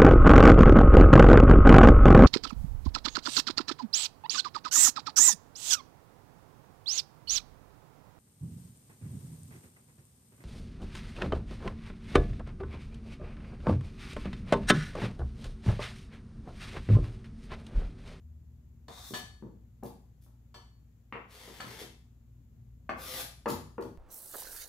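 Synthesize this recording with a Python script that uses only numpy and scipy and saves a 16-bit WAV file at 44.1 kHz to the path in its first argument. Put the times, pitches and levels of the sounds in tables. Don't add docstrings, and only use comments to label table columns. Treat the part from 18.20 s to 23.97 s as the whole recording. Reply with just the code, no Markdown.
import sys
import numpy as np
from scipy import signal
from scipy.fft import rfft, irfft
from scipy.io import wavfile
from scipy.ndimage import uniform_filter1d

SR = 44100
rng = np.random.default_rng(int(sys.argv[2]) if len(sys.argv) > 2 else 0)


def log_audio(samples):
    frames = np.atleast_2d(samples).T
    limited = np.clip(frames, -1, 1)
    pcm = np.round(limited * 32767).astype(np.int16)
    wavfile.write(sys.argv[1], SR, pcm)


N = 254661

# f/Hz, level/dB per Hz
AIR_SPECTRUM = [(20, -28.5), (37, -16.5), (59, -12), (85, -9), (112, -8.5), (200, -23), (240, -18.5),
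                (300, -30), (520, -41), (900, -46.5), (2000, -51.5), (5500, -57.5), (7200, -51.5),
                (8800, -65), (12000, -53.5), (16000, -54.5)]
AIR_DB = -57.5
# f/Hz, level/dB
HUM_TONES = [(58.8, -56.5), (117.6, -62), (156, -75), (232, -70.5)]
# t/s, level/dB
RUMBLE_SWELL = [(0, -2), (1.5, -1.5), (2.2, -4), (2.6, -2.5), (2.88, -5.5), (3.8, -3.5), (4.4, 0),
                (5.77, -2.5)]
DRONE_HZ, DRONE_DB, DRONE_RISE_S, DRONE_FADE_DB_PER_S = 76.1, -49.5, 0.054, 17

# f/Hz, fade/s
ECHO_FADE = [(100, 0.77), (250, 0.24), (700, 0.4437), (2000, 0.4378), (5000, 0.47), (10000, 0.43),
             (16000, 0.21)]
# f/Hz, likeness (0 to 1)
LIKENESS = [(60, 0.96), (150, 0.95), (300, 0.71), (600, 0.56), (1200, 0), (3000, 0), (16000, 0)]
# f/Hz, difference/dB
LEFT_LEAN = [(60, 1.6), (250, 2.4), (1000, 2.4), (2000, 3.6), (4000, 2.3), (8000, 6.2), (14000, 0.26)]
TOP_HZ = 15650

# t/s, force/dB, hardness of contact as a corner f/Hz,
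# board ring relative to force/dB, favoured f/Hz at the place struck
KNOCKS = [(0.6838, -51.5, 1060, 2, 740), (0.908, -55, 450, 10, 232), (0.9368, -44, 1450, 0, 1040),
          (1.2246, -53, 525, 7.5, 301), (1.627, -54.5, 800, -16, 910), (1.631, -46, 790, 3, 600),
          (2.063, -71, 1120, -6, 1000), (2.343, -54.5, 1250, -0.5, 990), (2.925, -40.5, 2600, -10, 1500),
          (2.940, -57, 2000, 3, 523), (2.955, -45, 2240, -2, 695), (3.276, -53.5, 910, -2, 397),
          (3.402, -43, 1860, -20, 1000), (3.444, -64, 358, 1, 264), (3.615, -59.5, 607, 11, 380),
          (4.6928, -34, 1880, -4, 810), (5.258, -33, 1260, 3, 447), (5.267, -41, 1290, 5, 1290),
          (5.296, -40.5, 760, 3, 243), (5.5812, -42.5, 1190, 11, 384), (5.6237, -51.5, 515, -5, 370)]
# f/Hz, level/dB, time to fall by 60 dB/s
BOARD_MODES = [(125, -16, .4), (234, -4, .45), (323, -5, .5), (363, -8, .35), (393, -6, .42), (469, 1, .26),
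               (581, -7, .22), (669, -8, .2), (709, -6, .16), (791, -9, .3), (870, -13, .16),
               (1000, -9, .13), (1130, -5, .18), (1203, -5, .2), (1330, -7, .24), (1605, -5, .12),
               (1765, -9, .15), (2024, -9, .16), (2620, -9, .1)]
# f/Hz, level/dB per Hz
WOOD_SPECTRUM = [(60, -24), (200, -3), (450, -1.5), (1000, 2), (1700, 0.5), (2700, -1.5), (3900, -16),
                 (4600, -11.5), (8000, -19), (16000, -24)]
# f/Hz, level/dB per Hz
THUMP_SPECTRUM = [(30, -52), (80, 1), (140, -1.5), (250, 2.5), (400, -3.5), (800, -26.5), (3000, -67)]
THUMP_DB, THUMP_DB_PER_OCTAVE = -1.5, -12.5

# t/s, level/dB, damping by hand and wood (factor on fade times),
# favoured f/Hz at the place struck
RINGS = [(0.6824, -56, 0.1, 3900), (0.9369, -36, 0.81, 1610), (0.947, -41.5, 0.39, 6150),
         (2.343, -50, 0.75, 3870), (2.928, -70, 0.44, 4400), (3.404, -43.5, 0.2, 3230),
         (4.6935, -52, 0.29, 3330), (5.258, -51.5, 0.076, 1900), (5.297, -52, 0.27, 5200),
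         (5.6231, -58.5, 0.04, 4650)]
# f/Hz, level/dB, time to fall by 60 dB/s
BLADE_MODES = [(738, -5, .46), (1012, -4, .3), (1728, 0, .56), (1765, -8, .36), (1916, -10, .22),
               (3004, -2, .38), (3390, -5, .24), (3600, -6, .26), (4455, 0.5, .48), (4545, -5, .34),
               (5529, -10, .46), (6024, -6, .46), (6890, -12, .36), (7720, -9, .4), (8349, -11, .33),
               (9308, -13, .2), (9868, -15, .3), (10990, -15, .3), (12760, -18, .28), (13710, -15, .28)]
# f/Hz, level/dB per Hz
TICK_SPECTRUM = [(200, -10), (900, -1), (2400, 13.5), (3600, 10), (4600, 4), (6000, 7), (9000, 0),
                 (12000, 1), (16000, 2)]
# f/Hz, width/Hz, added level/dB
TICK_PEAKS = [(1000, 240, 4), (3340, 360, 3.5), (4380, 390, 8.5)]
TICK_DB = -8.5

# start t/s, length/s, time to bite/s, final level/dB,
# rise over the stroke/dB (negative falls), final brightness/dB per octave, hold of the blade
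STROKES = [(0.678, 0.23, 0.0057, -48, 3, 4, "leaning"), (0.935, 0.041, 0.0079, -47.5, -15, 4.5, "leaning"),
           (1.631, 0.016, 0.004, -54, -7, 8.5, "loaded"), (1.65, 0.015, 0.0053, -52, 9, 4, "loaded"),
           (1.998, 0.045, 0.027, -63.5, -4, 7, "loaded"), (3.062, 0.325, 0.069, -54.5, -3.5, 0.1, "loaded"),
           (3.384, 0.17, 0.0088, -48.5, 4.5, -0.3, "loaded"),
           (3.554, 0.066, 0.017, -42.5, 8.5, 0.24, "loaded"),
           (4.753, 0.26, 0.056, -36, 10.5, 0.84, "sweeping"),
           (5.274, 0.035, 0.0072, -37.5, 8, 1, "flicking"), (5.603, 0.036, 0.0058, -58, 0.5, 4, "loaded")]
GRAIN = {"leaning": (2400, 2.3, 0.062, 7.3), "loaded": (1600, 2.7, 0.13, 0.1),
         "sweeping": (2400, 0.93, 0.4, 0.08), "flicking": (2000, 1.9, 0.15, 0.1)}
# f/Hz, level/dB per Hz
LEANING_SPECTRUM = [(100, -31), (400, -8), (750, 1.5), (1150, -2), (1500, -4), (2100, -5.5), (3000, -12),
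                    (3500, -5.5), (4200, -3.5), (5300, -4), (7000, -4.5), (9000, -8.5), (12000, -8),
                    (16000, -7.5)]
# f/Hz, level/dB per Hz
LOADED_SPECTRUM = [(100, -19), (250, -8), (450, -0.5), (700, -5), (950, -3.5), (1300, -7), (2000, -2.5),
                   (2500, -7), (3200, -4.5), (5000, -8.5), (8500, -14.5), (11500, -12.5), (16000, -14)]
# f/Hz, level/dB per Hz
BARE_SPECTRUM = [(100, -7), (330, 9), (520, 2.5), (720, 7), (1150, -7), (1500, 2), (2050, 2.5), (2600, 2),
                 (3800, 4.5), (6000, -0.5), (8800, -5.5), (11000, 2.5), (13000, 2.5), (16000, -1)]
# f/Hz, width/Hz, added level/dB
LEANING_PEAKS = [(760, 35, 3), (1127, 36, 6.5), (3680, 190, 10.5), (7200, 150, -12)]
# f/Hz, width/Hz, added level/dB
LOADED_PEAKS = [(450, 35, 5.5), (3260, 120, -26), (4520, 35, -1), (11400, 340, -4)]
# f/Hz, width/Hz, added level/dB
SWEEP_PEAKS = [(525.6, 21, 20), (1191, 58, 16), (1950, 100, -6), (3280, 30, -19), (3630, 63, -22),
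               (6100, 110, -28), (10900, 120, -13), (11100, 340, -11)]
# f/Hz, width/Hz, added level/dB
FLICK_PEAKS = [(2600, 110, -8), (3300, 110, -11), (4900, 96, 6), (6000, 75, -15), (6930, 170, 7),
               (9400, 110, 5), (11900, 170, 1)]
RELEASE_S, RELEASE_DB = 0.0335, -33


def gain_of(db):
    return 10 ** (np.asarray(db) / 20)


def evened(x):
    return x / np.sqrt(np.mean(x ** 2) + 1e-20)


def blow(x):
    return x / np.sqrt(np.sum(x ** 2) / (.03 * SR))


def read(points, hz):
    f, value = np.transpose(points)
    return np.interp(np.log(hz + 1), np.log(f + 1), value)


def add(mix, s, sound):
    part = mix[..., round(s * SR):][..., :sound.shape[-1]]
    part += sound[..., :part.shape[-1]]


def colour(x, points):
    hz = abs(np.fft.fftfreq(4096, 1 / SR))
    log_gain = np.log(gain_of(read(points, hz)))
    taps = np.fft.ifft(np.exp(np.conj(signal.hilbert(log_gain)))).real[:2048]
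    return signal.oaconvolve(x, taps)[:len(x)]


def boosted(x, peaks):
    out = x.copy()
    for hz, width, db in peaks:
        b, a = signal.iirpeak(hz, hz / width, fs=SR)
        out += gain_of(db) * signal.lfilter(b, a, x)
    return out


def pair(z, hz):
    same = np.clip(read(LIKENESS, hz), -1, 1)[:, None]
    return np.array([z[0], same * z[0] + np.sqrt(1 - same ** 2) * z[1]])


def waver(t):
    knots = np.linspace(0, t[-1], num=48)
    return np.interp(t, knots, rng.standard_normal(len(knots)))


def tone(hz, t):
    phase = 2 * np.pi * hz * t + 0.4 * waver(t)
    return np.sqrt(2) * np.sin(phase) * gain_of(1.6 * waver(t))


def background():
    t = np.arange(N) / SR
    hz, _, z = signal.stft(rng.standard_normal((2, N)), SR, nperseg=4096)
    shaped = pair(z, hz) * gain_of(read(AIR_SPECTRUM, hz))[:, None]
    air = gain_of(AIR_DB) * evened(signal.istft(shaped, SR, nperseg=4096)[1][:, :N])
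    rumble = signal.sosfiltfilt(signal.butter(2, 350, fs=SR, output="sos"), air)
    hiss = air - rumble
    hum = sum(gain_of(db) * tone(f, t) for f, db in HUM_TONES)
    swell = gain_of(np.interp(t, *np.transpose(RUMBLE_SWELL)))
    drone_level = np.minimum(t / DRONE_RISE_S, 1) * gain_of(DRONE_DB - DRONE_FADE_DB_PER_S * t)
    return hiss + (rumble + hum) * swell + drone_level * tone(DRONE_HZ, t)


def kitchen(x, wet_db):
    left, right = np.broadcast_to(x, (2, N))
    hz, t, z = signal.stft(rng.standard_normal((2, SR * 3 // 4)), SR, nperseg=256)
    fade = gain_of(-60 * t / read(ECHO_FADE, hz)[:, None])
    tail = signal.istft(pair(z, hz) * fade, SR, nperseg=256)[1]
    tail *= np.clip((np.arange(tail.shape[1]) / SR - .0015) / 0.0081, 0, 1)
    echoes = signal.fftconvolve(left[None], tail / np.linalg.norm(tail[0]), axes=1)[:, :N]
    direct = np.array([left, np.roll(right, 1)])
    wet = gain_of(wet_db)
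    return (direct + wet * echoes) / np.sqrt(1 + wet ** 2)


def ring(modes, t, favoured_hz, favour_db, scatter_db, corner_hz):
    out = np.zeros((2, len(t)))
    for hz, db, t60 in modes:
        near = np.exp(-(np.log2(hz / favoured_hz) / 0.69) ** 2)
        scatter = scatter_db * rng.standard_normal()
        size = gain_of(db + favour_db * near + scatter - 60 * t / t60)
        size /= np.sqrt(1 + (hz / corner_hz) ** 6)
        apart = np.arccos(np.clip(read(LIKENESS, hz), 0, 1)) * rng.choice([-.5, .5])
        phase = 2 * np.pi * (hz * t + rng.random())
        out += size * np.sin(phase + np.array([[apart], [-apart]]))
    return out * (1 - np.exp(-t / 0.0019))


def crack(t, t60, snap):
    crowd = rng.standard_normal(len(t)) * gain_of(-60 * t / t60)
    return crowd / np.linalg.norm(crowd) + snap * (t == 0)


def board():
    out, t = np.zeros((2, N)), np.arange(SR * 3 // 4) / SR
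    for s, db, corner_hz, ring_db, favoured_hz in KNOCKS:
        tones = ring(BOARD_MODES, t, favoured_hz, favour_db=16.5, scatter_db=0.5, corner_hz=corner_hz)
        add(out, s, gain_of(db + ring_db) * blow(tones))
    return out


def knocks():
    out, t = np.zeros(N), np.arange(SR // 2) / SR
    for s, db, corner_hz, _, _ in KNOCKS:
        wood = colour(crack(t, t60=0.038, snap=0.54), WOOD_SPECTRUM)
        wood = signal.sosfilt(signal.butter(3, corner_hz, fs=SR, output="sos"), wood)
        thump = colour(crack(t, t60=0.29, snap=0.93), THUMP_SPECTRUM)
        thump_db = THUMP_DB + THUMP_DB_PER_OCTAVE * np.log2(corner_hz / 1000)
        add(out, s, gain_of(db) * (blow(wood) + gain_of(thump_db) * blow(thump)))
    return out


def ticks():
    out, t = np.zeros(N), np.arange(SR // 2) / SR
    for s, db, _, _ in RINGS:
        tick = boosted(colour(crack(t, t60=0.12, snap=0.32), TICK_SPECTRUM), TICK_PEAKS)
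        add(out, s, gain_of(db + TICK_DB) * blow(tick))
    return out


def blade():
    out, t = np.zeros((2, N)), np.arange(SR * 3 // 4) / SR
    for s, db, damping, favoured_hz in RINGS:
        modes = [(hz, mode_db, t60 * damping) for hz, mode_db, t60 in BLADE_MODES]
        tones = ring(modes, t, favoured_hz, favour_db=5, scatter_db=1, corner_hz=15000)
        add(out, s, gain_of(db) * blow(tones))
    return out


def unevenness(t, size):
    smooth = uniform_filter1d(rng.standard_normal(len(t)), size=size, mode="wrap")
    return np.tanh(np.sqrt(size) * smooth)


def scrape(length_s, bite_s, level_db, rise_db, bright_db, spectrum, peaks,
           slips_per_s, chatter_db, bounce, roll_db):
    t = np.arange(0, length_s + RELEASE_S, 1 / SR)
    to_go = np.maximum(1 - t / length_s, 0)
    release_db = RELEASE_DB * np.maximum(t - length_s, 0) / RELEASE_S
    envelope = np.minimum(t / bite_s, 1) ** 2 * gain_of(level_db - rise_db * to_go + release_db)
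    size = gain_of(3 * np.minimum(rng.exponential(1, len(t)), 3)) * rng.choice([-1, 1], len(t))
    slips = evened(size * (rng.random(len(t)) < slips_per_s / SR)) + 0.18 * rng.standard_normal(len(t))
    pressure_db = chatter_db * (unevenness(t, size=200) + 0.49 * unevenness(t, size=1000))
    rasp = boosted(colour(slips * gain_of(pressure_db), spectrum), peaks)
    delay_s = np.geomspace(.0007, .0013, len(t))
    rasp = rasp + bounce * np.interp(t - delay_s, t, rasp, left=0)
    tilt_db = bright_db - roll_db * to_go
    hz, at, z = signal.stft(evened(rasp), SR, nperseg=256)
    octaves = np.log2(np.maximum(hz, 400) / 3000)[:, None]
    tilted = z * gain_of(octaves * np.interp(at, t, tilt_db))
    return envelope * evened(signal.istft(tilted, SR, nperseg=256)[1][:len(t)])


def scrapes():
    holds = {"leaning": (LEANING_SPECTRUM, LEANING_PEAKS), "loaded": (LOADED_SPECTRUM, LOADED_PEAKS),
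             "sweeping": (BARE_SPECTRUM, SWEEP_PEAKS), "flicking": (BARE_SPECTRUM, FLICK_PEAKS)}
    out = np.zeros(N)
    for s, *stroke, hold in STROKES:
        add(out, s, scrape(*stroke, *holds[hold], *GRAIN[hold]))
    return out


def scene():
    blows = kitchen(knocks() + ticks(), wet_db=2.5) + kitchen(board(), wet_db=-9.5)
    steel = kitchen(blade(), wet_db=-7)
    rasps = kitchen(scrapes(), wet_db=1.5)
    return background() + blows + steel + rasps


def record(dry):
    lean_db = read(LEFT_LEAN, np.fft.rfftfreq(N, 1 / SR)) / 2
    heard = irfft(rfft(dry) * gain_of([lean_db, -lean_db]), N)
    low_pass = signal.firwin(511, TOP_HZ, window=("kaiser", 9), fs=SR)
    return signal.oaconvolve(heard, low_pass[None], "same")


dry = scene()
out = record(dry)
log_audio(out)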